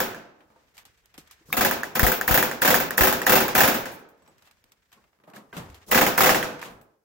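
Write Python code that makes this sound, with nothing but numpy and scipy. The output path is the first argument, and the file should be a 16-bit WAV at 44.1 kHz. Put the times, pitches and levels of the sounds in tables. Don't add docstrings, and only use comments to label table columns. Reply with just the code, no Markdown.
import sys
import numpy as np
from scipy import signal
from scipy.fft import rfft, irfft, next_fast_len
from scipy.io import wavfile
from scipy.ndimage import minimum_filter1d, map_coordinates

SR = 44100
rng = np.random.default_rng(int(sys.argv[2]) if len(sys.argv) > 2 else 0)


def ratio_of_db(decibels):
    return 10 ** (np.asarray(decibels, float) / 20)


def master(y):
    cut = np.clip(np.atleast_2d(y).T, -1, 1)
    pcm = np.round(cut * 32767)
    wavfile.write(sys.argv[1], SR, pcm.astype(np.int16))


N = 310464
FULL_GAP_S = 0.035

# [t/s, panel level/dB, panel note f/Hz, panel note level/dB, door note level/dB]
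TRIGGER_PULLS = [
    (-.11, -16, 505, -25, -21.5),
    (1.528, -10, 512, -28.5, -30.5),
    (1.955, -12, 500.4, -24.5, -34),
    (2.279, -12.5, 504.4, -25, -33.5),
    (2.62, -10.5, 504, -24, -35.5),
    (2.979, -11, 516.3, -25, -27),
    (3.265, -9.5, 509, -27.5, -29.5),
    (3.55, -10.5, 514.4, -23.5, -37),
    (5.913, -9.5, 506.5, -23.5, -30.5),
    (6.178, -9, 493, -28, -34.5),
]
# [t/s, clank level/dB, exhaust hiss level/dB, port snap level/dB, clank f/Hz]
EARLY_BLOWS = [(-0.11, -11.5, -13, -14.0, 1670), (-0.075, 1, -22, -18.0, 1660.0),
               (-0.04, -7, -19, -18.0, 1650.0), (0.0031, -11.5, -16.5, -12.5, 1630.0),
               (0.146, -29, -61, -48, 1610), (1.5278, -12.5, -18, -10.5, 2350),
               (1.5692, -19.5, -13, -14, 1640.0), (1.6094, -12, -12.5, -14, 1670),
               (1.6488, -10.5, -11.5, -8.5, 1660), (1.711, -13, -20, -8.0, 1650.0),
               (1.833, -14, -33, -26, 1670), (1.955, -19, -15, -16.5, 1650),
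               (1.9949, -7.5, -10, -9.5, 1694), (2.0312, -11.5, -10.5, -10.0, 1780),
               (2.066, -9.5, -8.0, -14.5, 1750), (2.1183, -13, -12, -8.5, 1560),
               (2.2117, -10, -24.0, -18, 1650.0), (2.2792, -11.0, -10.5, -6.5, 1700),
               (2.3114, -14, -8.5, -9.5, 1650), (2.3428, -9.5, -5, -8.0, 1650),
               (2.3757, -10.0, -9.5, -7.5, 1640), (2.427, -11, -15.5, -10, 1770),
               (2.5127, -18.0, -30, -23, 1690)]
MIDDLE_BLOWS = [(2.6198, -9.5, -11, -10.5, 1720), (2.6492, -11.5, -11, -14.5, 1670.0),
                (2.6764, -8, -9.5, -10.0, 1650), (2.7045, -10.5, -12, -7, 1690),
                (2.7429, -7.5, -8.0, -9.5, 1650.0), (2.8013, -16.5, -17, -11, 1650.0),
                (2.9074, -16, -32.5, -17, 1690.0), (2.9794, -7.0, -8.5, -6.5, 1734),
                (3.0087, -7, -6, -13.0, 1770), (3.0349, -9.5, -5.5, -12.5, 1670),
                (3.0713, -14, -11.5, -9.5, 1660.0), (3.1262, -15.5, -17.5, -10, 1550),
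                (3.217, -15.5, -33.5, -20.5, 1740), (3.267, -7.5, -9.5, -12, 1740.0),
                (3.2949, -11, -6, -11.5, 1750.0), (3.3215, -10, -8.5, -14.5, 1660.0),
                (3.355, -14, -7.5, -12, 1660), (3.4032, -15.5, -14.5, -11.5, 1560),
                (3.4813, -19.5, -27.5, -16, 1630), (3.5517, -9, -10.5, -11, 1620),
                (3.5793, -8.5, -6.5, -11.5, 1660), (3.6059, -3.5, -6, -10, 1670),
                (3.6343, -9.5, -12.5, -11, 1690), (3.6762, -13.5, -10, -12, 1620),
                (3.7432, -24, -17, -20.5, 1650.0), (3.856, -23.5, -40, -37.0, 1570)]
LATE_BLOWS = [(5.9152, -11.5, -10.5, -12, 1770.0), (5.9465, -9, -9, -11, 1480.0),
              (5.9761, -9.0, -10, -15, 1630.0), (6.0114, -11, -13.0, -14, 1600.0),
              (6.065, -12.5, -14.5, -13, 1920.0), (6.1791, -9, -8.5, -12.5, 1590.0),
              (6.2067, -5.5, -11.5, -14.5, 1300.0), (6.2342, -14.5, -11.5, -18.0, 1300.0),
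              (6.2599, -13.5, -12.5, -17, 1660.0), (6.2924, -8, -16, -19, 1750.0),
              (6.3461, -11, -19, -22.0, 1800.0), (6.4269, -18.5, -34, -33.0, 1850.0),
              (6.627, -25.5, -47.0, -44.0, 1620.0)]
# [f/Hz, level/dB]
EXHAUST_COLOUR = [(3000, -30), (8000, -22), (11000, -14), (13500, -3.5), (15000, 0), (15900, 2.5)]
# [f/Hz, level/dB]
LEAK_COLOUR = [(3000, -28), (5000, 0.5), (9000, -4), (15500, 1.5)]
# [f/Hz, width/Hz, level/dB]
SNAP_MODES = [(15000, 800, -1.5), (13500, 3000, -1), (12300, 550, -13.5), (7000, 3200, -27.5)]
# [times the clank pitch, level/dB, t60/s]
CHISEL_OVERTONES = [(.78, -6.5, 0.012), (1.15, -2, 0.0069), (1.4, -2.5, 0.004), (2.201, -29, 0.011),
                    (4.201, -15, 0.031)]
# [times the clank pitch, level/dB, t60/s]
SEAM_OVERTONES = [(.72, -3.5, .02), (1.27, -8, .02), (1.62, -6, .02)]
# [f/Hz, width/Hz, level/dB]
PANEL_MODES = [(153, 11, -3), (234.5, 9.4, 6.5), (305, 13, -1.5), (389, 9.6, -3.5), (462, 1.9, -9),
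               (505, 25, 5), (537, 36, -2.5), (609, 10, -6.5), (706, 14, -2.5), (752, 30, 0.5),
               (841.5, 11, 0.5), (994, 19, -4.5), (1281, 29, -3), (1407, 37, -7.5), (1550, 15, -6.5),
               (1650, 14, -7), (1730, 17, -12), (1967, 40, -1.5), (2480, 270, -6.5)]
# [f/Hz, level/dB]
BODY_COLOUR = [(40, -18.5), (100, -15.5), (230, -7.5), (420, -15.5), (560, -4.5), (900, -4), (1180, -8),
               (1630, -6.5), (2150, -10.5), (4300, -15.5), (6700, -15.5), (9300, -21.5), (12000, -17),
               (15500, -10.5)]
# [f/Hz, t60/s]
BODY_DECAY = [(200, 0.42), (700, 0.44), (2000, 0.27), (6000, 0.25), (15000, 0.047)]
# [f/Hz, level/dB]
GARAGE_COLOUR = [(40, -16), (176, -5), (230, -4.5), (500, -4), (1180, -8), (1550, -3), (2050, -8.5),
                 (4340, -16), (6650, -16), (9300, -20.5), (12000, -9), (15500, -14)]
# [f/Hz, t60/s]
GARAGE_DECAY = [(100, 0.62), (500, 0.89), (2000, 0.6), (6000, 0.49), (15000, 0.071)]
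# [f/Hz, likeness 0-1]
STEREO_LIKENESS = [(60, .5), (180, .8), (350, .7), (700, .3), (1650, .05), (5000, .05), (15000, .05)]
# [t/s, peak level/dB]
GUST_EVENTS = [
    (0.0, -34),
    (1.585, -24),
    (1.996, -35.5),
    (2.03, -10),
    (2.066, -20.5),
    (2.282, -28.5),
    (2.3096, -12.5),
    (3.008, -16.5),
    (3.361, -34.5),
    (5.948, -33.5),
]
# [f/Hz, level/dB]
BUFFET_COLOUR = [(15, -9), (30, 0), (90, -1), (200, -23), (400, -59.5)]
# [t/s, level/dB]
WORKER_SHIFTING = [(.3, -79), (.56, -71.5), (.72, -70.5), (.85, -63.5), (.99, -71), (1.279, -64.5),
                   (1.5, -67.5), (4.0, -71), (4.08, -85), (4.251, -68.5), (4.6, -72), (4.83, -76),
                   (4.98, -68.5), (5.11, -77.5), (5.4, -89), (5.56, -58.5), (5.788, -62.5), (6.998, -86.5)]
# [f/Hz, level/dB]
RUMBLE_COLOUR = [(15, -41.5), (25, 2.5), (70, 10.5), (345, -6.5), (399, 1), (1050, -11.5), (1200, -11.5),
                 (1560, -30), (2640, -120)]
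# [f/Hz, level/dB]
SCRAPE_COLOUR = [(400, -27), (900, -4.5), (1800, 2.5), (3000, -3.5), (8000, -10.5), (12000, -35.5)]
# [t/s, peak/dB, thud/dB re peak, treble/dB]
PLACING_TICKS = [(0.405, -41.5, -8, -25.5), (.5014, -50, 8, -12), (0.5614, -52.5, 6, -7),
                 (.74, -50, -22, -7), (0.7785, -36, -40.5, 3.5), (0.852, -41.5, -32, 7.5),
                 (1.057, -48, -27, 11), (1.1405, -39, -16, -0.5), (1.1779, -37, -17, 9),
                 (1.274, -46, -38, 5), (1.31, -39, -47.5, 9), (1.4054, -70.5, 8, 5)]
# [t/s, peak/dB, thud/dB re peak, treble/dB]
MOVING_TICKS = [(3.916, -50, -15, 7.5), (4.09, -53, -22, 8), (4.2211, -49.5, 4.5, -4),
                (4.276, -45.5, 0, 0.5), (4.381, -53, -26, 13), (4.422, -45.5, -13, 1),
                (4.473, -44, -35.5, -7.5), (4.5106, -45.5, -32.5, 4), (4.6399, -48, -12, 8.5),
                (4.719, -45.5, -20.5, 9), (4.918, -44, -35.5, -0.5), (4.927, -40, -23, 2),
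                (5.0398, -46.5, -12.5, -12), (5.13, -48.5, -16, -23), (5.2, -48.5, -7, -23.5),
                (5.237, -44, -7, -13.5), (5.2763, -53, 9, -18), (5.3, -52, -30, 15),
                (5.335, -36, -6.5, -11), (5.3612, -45, -1, 10), (5.5283, -33.5, -1, -14.5),
                (5.5663, -28.5, -8, 0.5), (5.6995, -43.5, -53, 4), (5.744, -38, -25.5, 3.5),
                (6.591, -31.5, -24, -6.5), (6.813, -48.5, -2, 2.5)]
# [t/s, peak/dB, thud/dB re peak, treble/dB]
MORE_TICKS = [(.768, -43, -31.5, 5), (.975, -62.5, -29.5, 11.5), (1.023, -56, -23, -15),
              (4.262, -49, -3, -6.5), (4.57, -50, -31, 2), (4.839, -59, -27, -12), (5.087, -64, -11.5, -15),
              (5.146, -62, -4, -20), (5.188, -50, -9.5, -13), (5.576, -43, -29, 4), (6.615, -27.5, -25, -2),
              (6.655, -45, -30.5, 8)]
# [t/s, peak/dB, thud/dB re peak, treble/dB]
SLOW_SCUFFS = [(0.74, -40.5, -33, 12.5), (1.48, -43, 1, -5), (3.9, -49, -11.5, 6), (4.295, -52, -2.5, -7.5),
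               (4.46, -46, -16, -5), (4.645, -57, 3, -10), (4.71, -46, -15, -3), (4.955, -44, -3, -10),
               (5.205, -45.5, -8, -10), (4.4, -40.5, -24.5, 3), (4.441, -37, -30.5, 3),
               (5.27, -37, -2.5, -15), (5.344, -33.5, -9.5, 6.5), (6.3, -46, -5, -6.5),
               (5.535, -30, -14, 1), (5.559, -43, -14, 13), (5.88, -36, 7.5, -2), (6.5, -30.5, -11, -10.5),
               (6.635, -29, -6.5, 0)]
# [f/Hz, level/dB]
CLICK_COLOUR = [(400, -36.5), (700, 3.5), (2660, 2.5), (6300, -4.5), (8000, -4), (10000, -11), (13000, -4),
                (15500, -12)]
# [f/Hz, level/dB]
THUD_COLOUR = [(60, -48), (130, -11), (210, -9.5), (500, -12), (1200, -13.5), (3000, -39)]
# [t/s, level/dB, f/Hz, t60/s]
TOOL_PINGS = [(.406, -56.5, 2354, 0.037), (.502, -66.5, 2290, 0.047), (.558, -55, 915, 0.097),
              (.78, -46, 2260, 0.035), (1.527, -18.5, 1690, 0.034), (1.528, -24.5, 3680, 0.051),
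              (4.224, -60, 7940, .02), (4.234, -63.5, 7840, 0.022), (4.262, -59, 5520, 0.0206),
              (4.278, -57.5, 8000, 0.027), (4.28, -54, 850, 0.068), (4.288, -56, 7900, 0.029),
              (4.297, -57, 7930, 0.0206), (5.24, -63.5, 2464, 0.041), (5.336, -44, 1770, .03),
              (5.365, -35.5, 1700, 0.03), (5.528, -44.5, 2440, 0.046), (6.815, -59, 7840, .04)]
# [t/s, level/dB, f/Hz,
# t60/s]
SILL_BUMPS = [(.56, -57.5, 521, 0.155), (1.183, -31.5, 312, 0.025), (1.186, -48, 156, 0.095),
              (1.41, -52, 327, 0.073), (1.487, -50, 475, 0.066), (1.489, -43, 155, 0.22),
              (1.502, -35.5, 1120, 0.0216), (4.639, -65, 301, 0.11), (4.972, -64, 200.5, 0.179),
              (4.975, -55, 1080, 0.08), (5.275, -47, 634, 0.081), (5.368, -45, 210, 0.3),
              (5.527, -36, 1567, 0.044), (5.568, -31.5, 168.2, 0.25), (5.6, -32.5, 132, 0.1),
              (5.639, -46.5, 89, 0.49), (5.698, -42.5, 68, 0.3), (5.975, -28, 509, 0.22),
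              (6.275, -21, 494.5, 0.7), (6.501, -58, 92.6, 0.17), (6.7, -55, 48.64, 0.48),
              (6.75, -54, 103.7, 0.35)]
# [from t/s, to t/s, final level/dB]
VALVE_SQUEEZES = [
    (1.457, 1.53, -44),
    (5.862, 5.889, -41.5),
]
# [t/s, level/dB]
AIR_DRIBBLES = [
    (3.88, -52.5),
    (3.915, -40),
    (3.938, -43),
    (3.99, -52),
    (4.088, -57),
    (6.7, -59),
    (6.812, -56.5),
]


def filtered(x, response):
    m = next_fast_len(x.shape[-1] + SR // 2)
    return irfft(rfft(x, m) * response(np.fft.rfftfreq(m, 1 / SR)), m)[..., :x.shape[-1]]


def along(points, hz):
    f, v = np.transpose(points)
    return np.interp(np.log(hz + 1), np.log(f + 1), v)


def colour(spectrum):
    def response(hz):
        gain = ratio_of_db(along(spectrum, hz))
        return gain / np.sqrt(np.mean(gain ** 2))
    return response


def resonances(modes):
    def response(f):
        total = 0
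        for k, (centre, width, db) in enumerate(modes):
            damping = 1j * f * width
            total = total + (-1) ** k * ratio_of_db(db) * damping / (centre * centre - f * f + damping)
        return total
    return response


def noise():
    def mid_side(hz):
        turn = np.arccos(np.clip(along(STEREO_LIKENESS, hz), 0, 1)) / 2
        return np.array([np.cos(turn), np.sin(turn)])
    mid, side = filtered(rng.standard_normal((2, N)), mid_side)
    return np.array([mid + side, mid - side])


def bursts(times, dbs, t60, rise, spectrum):
    hop = 64
    hz, t, z = signal.stft(noise(), SR, nperseg=2 * hop)
    lead = round(.3 * SR / hop)
    frame = np.round(np.asarray(times) * SR / hop).astype(int) + lead
    kicks = np.bincount(frame, ratio_of_db(dbs) ** 2, len(t) + lead)
    build = np.exp(-hop / SR / max(rise, 1e-4))
    kicks = signal.lfilter([1 - build], [1, -build], kicks)
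    keeps = ratio_of_db(-120 * hop / SR / along(t60, hz))
    power = [signal.lfilter([1], [1, -keep], kicks)[lead:] for keep in keeps]
    shaped = signal.istft(z * np.sqrt(power), SR, nperseg=2 * hop)[1][:, :N]
    return filtered(shaped, colour(spectrum))


def add(track, s, sound):
    part = track[:, round(s * SR):round(s * SR) + sound.shape[1]]
    part += sound[:, :part.shape[1]]


def blows():
    s, clank_db, air_db, snap_db, hz = np.transpose(EARLY_BLOWS + MIDDLE_BLOWS + LATE_BLOWS)
    start, pull_db = np.transpose(TRIGGER_PULLS)[:2]
    pull = np.searchsorted(start - FULL_GAP_S / 2, s) - 1
    opening = np.diff(pull, prepend=-1) > 0
    slowing = np.log2(np.maximum(np.diff(s, prepend=-1) / FULL_GAP_S, 1))
    nth = np.arange(len(s)) - np.flatnonzero(opening)[pull]
    panel_db = pull_db[pull] + 0.25 * (clank_db + 8)
    panel_db = panel_db - 1.5 * 0.11 ** nth
    panel_db = panel_db - 9.5 * slowing * ~opening
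    panel_db = panel_db - 10 * (opening & (pull == 1))
    panel_db = panel_db + rng.standard_normal(len(s))
    vent = s - .0011
    names = ["s", "clank_db", "air_db", "panel_db", "hz", "vent", "snap_db", "pull"]
    kinds = [(name, float) for name in names] + [("opening", bool)]
    rows = zip(s, clank_db, air_db, panel_db, hz, vent, snap_db, pull, opening)
    return np.array(list(rows), dtype=kinds)


def exhaust(struck):
    s, air_db, vent = struck["s"], struck["air_db"], struck["vent"]
    thrice = np.r_[vent - .002, vent + .001, vent + .0075]
    thrice_db = np.r_[air_db - 14, air_db - 3, air_db - 3.5]
    spit = bursts(thrice, thrice_db, [(1000, 0.0063)], 0.00055, EXHAUST_COLOUR)
    spit += bursts(vent, air_db - 6.5, [(11000, .12), (15000, 0.3)], .006, EXHAUST_COLOUR)
    spit += bursts(s, air_db - 19.0, [(1000, 0.18)], .015, EXHAUST_COLOUR)
    first = struck["opening"]
    spit += bursts(s[first] - 0.0041, air_db[first] - 19, [(1000, 0.026)], .001, LEAK_COLOUR)
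    return spit * ratio_of_db([[2.5], [-2.5]])


def snaps(struck):
    out, t = np.zeros((2, N)), np.arange(SR // 50) / SR
    for blow in struck[struck["s"] > 0]:
        air = rng.standard_normal((2, len(t))) * np.exp(-t / .0012)
        pop = filtered(air, resonances(SNAP_MODES))
        level = ratio_of_db(blow["snap_db"] + np.array([[1.5], [-3.0]]))
        add(out, blow["s"], level * pop / np.abs(pop).max(1, keepdims=True))
    return out


def clanks(struck):
    out, t = np.zeros((2, N)), np.arange(SR // 20) / SR
    glide, glide_s = .34, .0015
    bent = 1.13 * (t - glide * glide_s * (1 - np.exp(-t / glide_s)))
    lag = np.array([[-.2], [.2]])
    shape = (1 - np.exp(-t / .0005)) ** 2 * (.13 + .87 / (1 + (t / .0028) ** 6))

    def tone(hz, t60):
        level = ratio_of_db(rng.normal(0, 0.64, (2, 1)) - 60 * t / t60)
        phase = lag + rng.normal(0, .3, (2, 1)) + rng.normal(0, .35)
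        return level * np.sin(2 * np.pi * hz * bent + phase)

    for blow in struck[struck["s"] > 0]:
        s, hz = blow["s"], blow["hz"]
        overtones = CHISEL_OVERTONES + SEAM_OVERTONES * int(s > 5.9)
        ring = tone(hz, .05)
        for ratio, db, t60 in overtones:
            ring = ring + ratio_of_db(db) * tone(hz * ratio * rng.normal(1, .05), t60)
        ring = ratio_of_db(blow["clank_db"] + np.array([[-.2], [2.3]])) * ring * shape
        add(out, s, ring)
        add(out, s + .0064, ratio_of_db(-10) * ring[::-1])
    return out


def panel(struck):
    s, panel_db = struck["s"], struck["panel_db"]
    crash = bursts(struck["vent"], panel_db - 5.5, BODY_DECAY, .006, BODY_COLOUR)
    crack_s = np.r_[s + 0.00085, s + .0095]
    crack_db = np.r_[.6 * struck["clank_db"] + .4 * panel_db - 6, panel_db - 9]
    crash += bursts(crack_s, crack_db, [(1000, 0.0044)], .0003, BODY_COLOUR)
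    walls = bursts(s, panel_db - 12.5, GARAGE_DECAY, 0.022, GARAGE_COLOUR)
    knock_colour = [(100, -5.5), (1800, 0.0), (3000, -12.5), (5000, -41.0)]
    knock = bursts(s + 0.003, panel_db + 8.0, [(1000, 0.023)], 0.0061, knock_colour)
    ring = filtered(knock + ratio_of_db(-5) * walls, resonances(PANEL_MODES))
    thin = np.sort(rng.uniform(2600, 12000, 40))
    jangle = ratio_of_db(3) * filtered(crash, resonances([(hz, 45, 0) for hz in thin]))
    return (crash + ring + jangle + walls) * ratio_of_db([[-.4], [.4]])


def notes(struck):
    out, t = np.zeros((2, N)), np.arange(SR // 2) / SR
    for blow in struck[struck["s"] > 0]:
        s = blow["s"]
        ring_hz, ring_db, door_db = TRIGGER_PULLS[int(blow["pull"])][2:]
        for hz, db, t60 in (ring_hz, ring_db, .3), (380.6, door_db, .45):
            phase = 2 * np.pi * hz * (t + round(s * SR) / SR)
            phase = phase + rng.normal(0, .3) + rng.normal(0, .3, (2, 1))
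            level = ratio_of_db(blow["panel_db"] + db + 7.0 - 60 * t / t60) * (1 - np.exp(-t / .006))
            add(out, s, level * np.sin(phase))
    return out


def rebounds(struck):
    out, t = np.zeros((2, N)), np.arange(SR // 20) / SR
    for blow in struck[struck["s"] > 0]:
        late, high, size, turn = rng.standard_normal(4)
        phase = turn * np.array([[.6], [-.6]])
        note = np.sin(2 * np.pi * 850 * (1 + 0.16 * high) * t + phase)
        level = ratio_of_db(blow["panel_db"] - 2 + 0.74 * size - 60 * t / 0.0093)
        add(out, blow["s"] + .0095 + .0008 * late, level * (1 - np.exp(-t / 0.00083)) * note)
    return out


def pressed(times):
    dip, n = np.zeros(N), round(.008 * SR)
    dip[np.round(times[times > 0] * SR).astype(int)] = 1
    return ratio_of_db(-3 * np.convolve(dip, np.sqrt(np.linspace(0, 1, n)))[n - 1:])


def hammer():
    struck = blows()
    damping = pressed(struck["s"][~struck["opening"]] - .0005)
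    sustained = (exhaust(struck) + panel(struck)) * damping
    return sustained + snaps(struck) + clanks(struck) + notes(struck) + rebounds(struck)


def gusts():
    out, t = np.zeros((2, N)), np.arange(SR // 4) / SR
    dip = 1.5 * np.exp(-t / 0.002) * (1 - np.exp(-t / 0.00012))
    buffet = ratio_of_db(-11) * filtered(rng.standard_normal(N), colour(BUFFET_COLOUR))
    for s, db in GUST_EVENTS:
        turbulence = buffet[round(s * SR):][:len(t)] * (1 - np.exp(-t / 0.0039))
        swing = (np.sin(2 * np.pi * 53.6 * t) + turbulence) * ratio_of_db(-60 * t / 0.11)
        add(out, s, ratio_of_db(db + 3.5) * (swing - dip) * ratio_of_db([[0], [-25]]))
    return out


def rustle():
    shift_db = np.interp(np.arange(N) / SR, *np.transpose(WORKER_SHIFTING))
    cloth_db = -74.5 + 0.57 * (shift_db + 66.0)
    layers = [(shift_db - 3, RUMBLE_COLOUR, 2.5), (shift_db - 0.5, SCRAPE_COLOUR, 2.5),
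              (cloth_db, LEAK_COLOUR, 1.5)]
    out = ratio_of_db(-84.5) * filtered(noise(), colour(LEAK_COLOUR))
    for db, spectrum, grain_db in layers:
        grain = map_coordinates(rng.standard_normal(N // 600 + 4), [np.arange(N) / 600])
        out = out + ratio_of_db(db + grain_db * grain) * filtered(noise(), colour(spectrum))
    return out


def ticks():
    out, t = np.zeros((2, N)), np.arange(SR // 3) / SR
    click, thud = filtered(noise(), colour(CLICK_COLOUR)), filtered(noise(), colour(THUD_COLOUR))
    dull = filtered(click, lambda hz: 1 / (1 + (hz / 3500) ** 4))
    rows = [(*row, 0.042, 0.00049) for row in PLACING_TICKS + MOVING_TICKS + MORE_TICKS]
    rows += [(*row, 0.039, .014) for row in SLOW_SCUFFS]
    for s, db, thud_db, sharp_db, t60, rise in rows:
        t60 = abs(t60 * (3.5 + 0.3557 * (db + 41.0)))
        k = round(s * SR)
        n = min(len(t), N - k)
        now = t[:n]
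        build = (1 - np.exp(-now / (rise + 1e-4))) ** 2
        fall = lambda life: ratio_of_db(-60 * now / life) * build
        treble = ratio_of_db(sharp_db - 30 * now / t60) * (click - dull)[:, k:k + n]
        snap = 2.4 * (rise < .005) * fall(0.0086)
        contact = (dull[:, k:k + n] + treble) * (fall(t60) + snap)
        contact = contact + ratio_of_db(thud_db + 4.5) * thud[:, k:k + n] * fall(2.0 * t60)
        add(out, s, ratio_of_db(db - 13.5) * contact)
    s, db, thud_db = np.transpose(rows)[:3]
    out = out + bursts(s, db - 31.0, GARAGE_DECAY, 0.0091, GARAGE_COLOUR)
    return out + bursts(s, db + thud_db - 20.0, GARAGE_DECAY, 0.012, THUD_COLOUR)


def bumps():
    out, t = np.zeros((2, N)), np.arange(SR // 2) / SR
    for s, db, hz, t60 in TOOL_PINGS + SILL_BUMPS:
        overtone = 0.41 * (hz < 3000) * np.sin(2 * np.pi * 1.3 * hz * t + 1.0)
        note = np.sin(2 * np.pi * hz * t) + overtone
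        level = ratio_of_db(db - 60 * t / t60) * (1 - np.exp(-t / 0.00103))
        add(out, s, np.tile(level * note, (2, 1)))
    return out


def valve():
    t, swell = np.arange(N) / SR, 0
    for begin, end, db in VALVE_SQUEEZES:
        left = (end - np.clip(t, begin, end)) / (end - begin)
        swell = swell + ratio_of_db(db - 18 * left) * (t > begin) * (t < end + .02)
    hiss_colour = [(400, 11), (1500, -12.0), (6000, 1), (9000, -4), (15500, 1.0)]
    hiss = swell * filtered(noise(), colour(hiss_colour))
    dribble_colour = [(3000, -23), (9000, -8.0), (12000, -6), (15900, 1.5)]
    return hiss + bursts(*np.transpose(AIR_DRIBBLES), [(1000, 0.15)], .003, dribble_colour)


def scene():
    return hammer() + gusts() + rustle() + ticks() + bumps() + valve()


def starved(x):
    hz, _, z = signal.stft(x, SR, nperseg=256)
    treble = hz > 2800
    level = 10 * np.log10(np.sum(np.abs(z[:, treble]) ** 2, (0, 1)) + 1e-14)
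    coming = -minimum_filter1d(-level, size=7, origin=-3)
    band = np.arange(22)[:, None]
    share = .23 * (1 + 2 * np.exp(-((band - 8.5) / 1.5) ** 2))
    patches = rng.random((22, len(level) // 2 + 1)) < share
    dropped = np.repeat(np.repeat(patches, 6, 0), 2, 1)[:len(hz), :len(level)]
    holes = dropped & (coming - level > 11.5) & treble[:, None]
    return signal.istft(z * np.where(holes, .08, 1), SR, nperseg=256)[1][:, :N]


def top_cut(x):
    return signal.sosfilt(signal.butter(12, 16970, fs=SR, output="sos"), x)


def record(dry):
    cut = filtered(dry, lambda hz: 1 / (1 + (hz / 15880) ** 200))
    soft = cut / (1 + np.abs(cut / 1.02) ** 6) ** (1 / 6)
    mix = starved(soft)
    return top_cut(mix)


dry = scene()
out = record(dry)
master(out)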